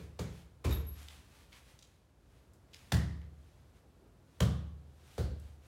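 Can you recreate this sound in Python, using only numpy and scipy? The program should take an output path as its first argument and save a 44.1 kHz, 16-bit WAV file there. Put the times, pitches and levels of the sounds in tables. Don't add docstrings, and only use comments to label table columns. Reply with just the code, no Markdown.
import sys
import numpy as np
from scipy import signal
from scipy.fft import rfft, irfft, next_fast_len
from scipy.io import wavfile
from scipy.ndimage import uniform_filter1d

SR = 44100
rng = np.random.default_rng(int(sys.argv[2]) if len(sys.argv) > 2 else 0)


def bounce(signal):
    frames = np.transpose(np.atleast_2d(signal))
    limited = np.clip(frames, -1, 1)
    pcm = np.round(limited * 32767).astype(np.int16)
    wavfile.write(sys.argv[1], SR, pcm)


N = 250026
TIME_S = np.arange(N) / SR
AGE_S = np.arange(SR) / SR


def amp(db):
    return 10 ** (np.asarray(db) / 20)


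def unit(x):
    return x / np.sqrt(np.mean(x ** 2) + 1e-20)


def along(points, hz):
    f, v = np.transpose(points)
    return np.interp(np.log(hz + 1), np.log(f), v)


def hump(hz, centre_hz, octaves):
    return np.exp(-.5 * (np.log2((hz + 1) / centre_hz) / octaves) ** 2)


def filtered(x, response):
    size = next_fast_len(len(x) + 8192)
    return irfft(rfft(x, size) * response(np.fft.rfftfreq(size, 1 / SR)), size)[:len(x)]


def noise(colour, size):
    return unit(filtered(rng.standard_normal(size), lambda hz: amp(colour(hz))))


def gritty(x, depth_db):
    grains = unit(uniform_filter1d(rng.standard_normal(len(x)), size=60))
    return unit(x * amp(depth_db * grains))


def stroke(peak_s, rise_s, fall_s):
    offset_s = TIME_S - peak_s
    flank_s = np.where(offset_s < 0, rise_s, fall_s)
    return 1 / np.cosh(np.minimum(np.abs(offset_s) / flank_s, 20))


def add(track, at_s, sound):
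    start = round(at_s * SR)
    part = sound[max(-start, 0):][:N - max(start, 0)]
    track[max(start, 0):][:len(part)] += part


def walls(x):
    # delay/s, level/dB
    echoes = [(0.018, -12), (0.023, -10.5), (0.029, -19.5), (.047, -15)]
    return x + sum(amp(db) * np.pad(x, (round(delay_s * SR), 0))[:len(x)] for delay_s, db in echoes)


def tail(colour, build_s=0.0049):
    # f/Hz, t60/s
    decay = [(100, 0.62), (400, 0.52), (1500, 0.6), (3500, 0.57), (6000, 0.48), (11000, 0.36),
             (16000, 0.22)]
    # f/Hz, level/dB
    yard_colour = [(40, 3), (70, 20), (160, -20), (280, 0.5), (600, 3), (1500, 0.5), (5000, 0), (15000, 6)]
    wash = noise(lambda f: colour(f) + along(yard_colour, f), SR)
    hz, t_s, bands = signal.stft(wash, SR, nperseg=256)
    bands = bands * amp(-60 * t_s / along(decay, hz)[:, None])
    fading = signal.istft(bands, SR, nperseg=256)[1][:SR]
    fading *= 1 - np.exp(-(AGE_S / build_s) ** 2)
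    return fading / np.linalg.norm(fading)


def yard(x, wet_db):
    return walls(x) + amp(wet_db) * signal.fftconvolve(x, tail(np.zeros_like))[:len(x)]


def slap(contact_s, rings, wet_db, skew=1.12, crease_db=-18, crease_t60_s=0.099):
    # f/Hz, density/dB
    spectrum = [(100, 10), (450, -7.5), (700, 3.5), (1000, -0.5), (1450, 1), (2450, -6.5), (3500, -3),
                (6500, -9), (10000, -14.5), (15500, -20.5)]
    colour = lambda hz: along(spectrum, hz) + sum(db * hump(hz, f, octaves=.12) for f, db in rings)
    press = np.abs(np.sin(np.pi * np.clip(AGE_S / contact_s, 0, 1) ** skew))
    crease = amp(crease_db - 60 * AGE_S / crease_t60_s)
    crack = gritty(noise(colour, SR), depth_db=0.2) * (0.82 * press + crease)
    return walls(crack) + amp(wet_db) * np.sqrt(contact_s * SR) * tail(colour)


def knock(contact_s, start_hz, end_ratio=0.297, sink_s=0.0094, t60_s=0.049):
    pitch_hz = start_hz * (end_ratio + (1 - end_ratio) * np.exp(-AGE_S / sink_s))
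    rise = 1 - np.exp(-3 * AGE_S / contact_s)
    return 2.2 * np.sin(2 * np.pi * np.cumsum(pitch_hz) / SR) * rise * amp(-60 * AGE_S / t60_s)


def boom(tilt_db_oct, lag_s=0.0037, swell_s=0.0013, diffuse_db=-12, diffuse_t60_s=0.72):
    # f/Hz, level/dB, t60/s
    modes = [(58.8, -6, 0.8), (63.9, -14.5, 1), (73.8, 0.5, 1.108), (82.9, -34, 0.39), (82.7, -20, .55),
             (97.7, -3.5, 0.8), (111.7, 1.5, 0.54), (122.8, 4, 0.27), (133.3, -12, 1.19), (136.9, -1, 0.57),
             (166.7, -3, 0.75), (188.4, -2.5, 0.48), (217, -12.5, 0.2), (223, -13, 0.57),
             (259.7, -25, 0.45), (306, -33, 1), (360, -28, 0.68)]
    t_s = np.maximum(AGE_S - lag_s, 0)
    waves = np.zeros(SR)
    for k, (hz, db, t60_s) in enumerate(modes):
        level_db = db + tilt_db_oct * np.log2(hz / 75) + .5 * rng.standard_normal()
        waves += (-1) ** k * amp(level_db - 60 * t_s / t60_s) * np.sin(2 * np.pi * hz * t_s)
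    # f/Hz, density/dB
    dense = [(50, -15), (100, -26), (180, -11.5), (270, -12.5), (600, -28.5), (2000, -59)]
    diffuse = noise(lambda hz: along(dense, hz), SR) * amp(diffuse_db - 60 * t_s / diffuse_t60_s)
    return (waves + diffuse) * (1 - np.exp(-t_s / swell_s))


def bag(dent_fraction=0.29):
    # t/s, slap/dB, contact/s, low cover ring f/Hz, gain/dB, high cover ring f/Hz, gain/dB,
    # knock/dB, knock f/Hz, boom/dB, boom tilt/(dB/octave), slap reverberation/dB
    blows = [(-.2, -34.5, 0.01, 1180, -2, 2430, 7, -21.5, 570, -37, 3.5, 5.5),
             (0.1896, -41.5, 0.0094, 2210, 6.5, 6700, 4.5, -35, 642, -47, 7, 5),
             (.641, -43.5, 0.0202, 1050, 8.5, 2400, 9, -28, 608, -29, -9.5, 7.5),
             (.691, -44, 0.0063, 1100, -8, 2500, -8, -36, 568, -56, -12, 5.5),
             (2.9193, -25.5, 0.0077, 1900, 9.5, 5000, 3, -40.5, 775, -29, -0.5, -1.5),
             (4.4031, -27, 0.0075, 1104, 7.5, 3180, 4.5, -31.5, 706, -29, 1.5, -1),
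             (5.1791, -41, 0.0065, 1480, 3, 4400, 5, -34.5, 635, -32.5, -7.5, 6.5)]
    out = np.zeros(N)
    for (at_s, slap_db, contact_s, low_hz, low_db, high_hz, high_db,
         knock_db, knock_hz, boom_db, tilt_db_oct, wet_db) in blows:
        rings = [(low_hz, low_db), (high_hz, high_db)]
        add(out, at_s, amp(slap_db) * slap(contact_s, rings, wet_db))
        filling = amp(knock_db) * yard(knock(contact_s, knock_hz), wet_db=-2)
        air = amp(boom_db) * boom(tilt_db_oct)
        add(out, at_s + dent_fraction * contact_s, filling + air)
    return out


def town(level_db=-61.5, dip_db=-4.5):
    # f/Hz, density/dB
    spectrum = [(25, -13.5), (38, -15), (50, 0.5), (68, -0.5), (110, -4.5), (210, -14), (300, -15.5),
                (540, -19), (850, -24.5), (1450, -29), (2000, -34), (6000, -40), (12000, -44), (16000, -51)]
    dip = stroke(peak_s=2.03, rise_s=0.13, fall_s=0.13)
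    return amp(level_db + dip_db * dip) * noise(lambda hz: along(spectrum, hz), N)


def clothes():
    # fastest at t/s, level/dB, rise/s, fall/s
    swings = [(0, -64.5, .05, 0.048), (.38, -65, 0.095, 0.038), (1.005, -60, 0.037, 0.06),
              (1.12, -61.5, .025, 0.066), (1.389, -66, 0.085, 0.054), (1.57, -62.5, 0.037, 0.024),
              (1.689, -66, 0.045, 0.048), (1.86, -75, 0.09, 0.12), (2.37, -76.5, 0.074, .06),
              (2.78, -66.5, 0.035, 0.13), (3.48, -77, 0.089, 0.17), (3.77, -74.5, .02, 0.024),
              (4.39, -74.5, 0.082, 0.036), (5.17, -64.5, 0.1, 0.049), (5.47, -71, 0.061, 0.054),
              (5.665, -69.5, 0.029, .04)]
    # f/Hz, density/dB
    spectrum = [(410, -28), (700, -2), (1330, -2.5), (1770, -1), (2100, -2), (3790, -3), (4430, -5.5),
                (10900, -11), (16000, -19.5)]
    power = sum((amp(db) * stroke(at_s, rise_s, fall_s)) ** 2 for at_s, db, rise_s, fall_s in swings)
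    swish = gritty(noise(lambda hz: along(spectrum, hz), N), depth_db=1.26)
    return yard(np.sqrt(power) * swish, wet_db=-11.5)


def chain(chatter_rad=0.054, tick_db=-3, tick_t60_s=0.057, rise_s=.003, trim_db=-4):
    # t/s, level/dB, deep ring/dB
    clinks = [(.707, -47.5, 15.5), (.724, -40, 6), (.745, -50, 0), (.77, -62, -1), (0.867, -46.5, -20),
              (.885, -47, -29)]
    # f/Hz, level/dB, t60/s
    modes = [(3710, -24, 0.11), (3780, 3, 0.02), (6960, -15, .035), (11320, -6.5, 0.09),
             (11510, 0.5, 0.099), (12700, -2, 0.1), (13680, -14, 0.1)]
    # f/Hz, density/dB
    spectrum = [(400, -1), (1700, 5), (4000, -2), (9000, -12), (15000, -6)]
    out = np.zeros(N)
    for at_s, db, deep_db in clinks:
        grind = noise(lambda hz: along(spectrum, hz), SR)
        clink = amp(tick_db + deep_db - 60 * AGE_S / tick_t60_s) * grind
        for hz, mode_db, t60_s in modes:
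            ring_db = mode_db + deep_db * (hz < 9000) + 6.0 * rng.standard_normal()
            blur_rad = chatter_rad * np.cumsum(rng.standard_normal(SR))
            clink += amp(ring_db - 60 * AGE_S / t60_s) * np.sin(2 * np.pi * hz * AGE_S + blur_rad)
        add(out, at_s, amp(db + trim_db) * clink * (1 - np.exp(-AGE_S / rise_s)))
    return yard(out, wet_db=-6)


def footwork(octaves=1.03, depth_db=27):
    # t/s, level/dB, centre f/Hz, rise/s, t60/s
    steps = [(1.03, -52, 6400, 0.00093, 0.022), (1.0838, -43.5, 3070, 0.0008, 0.016),
             (1.519, -54.5, 2573, 0.0064, .19), (1.789, -48, 4800, 0.0011, 0.031),
             (1.824, -50.5, 4070, 0.00079, 0.047), (2.533, -66, 7300, .002, 0.062),
             (2.733, -41, 3400, 0.0074, 0.056), (3.213, -56.5, 1970, 0.0046, 0.054),
             (5.397, -59.5, 7930, 0.00085, 0.023)]
    out = np.zeros(N)
    for at_s, db, centre_hz, rise_s, t60_s in steps:
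        rush = noise(lambda hz: depth_db * (hump(hz, centre_hz, octaves) - 1), SR)
        envelope = amp(db - 60 * AGE_S / t60_s) * (1 - np.exp(-AGE_S / rise_s))
        add(out, at_s, gritty(rush, depth_db=4.5) * envelope)
    return yard(out, wet_db=-6)


def rub(level_db=-65.5, centre_hz=313, octaves=1.34, depth_db=42):
    rush = noise(lambda hz: depth_db * (hump(hz, centre_hz, octaves) - 1), N)
    return amp(level_db) * stroke(peak_s=4.06, rise_s=0.044, fall_s=0.027) * rush


def scene():
    return (bag() + chain() + rub() + clothes() + footwork() + town())[None]


def record(dry, low_cut_hz=46, top_hz=15850):
    low_cut = signal.butter(8, low_cut_hz, "high", fs=SR, output="sos")
    return filtered(signal.sosfilt(low_cut, dry[0]), lambda hz: hz < top_hz)[None]


dry = scene()
out = record(dry)
bounce(out)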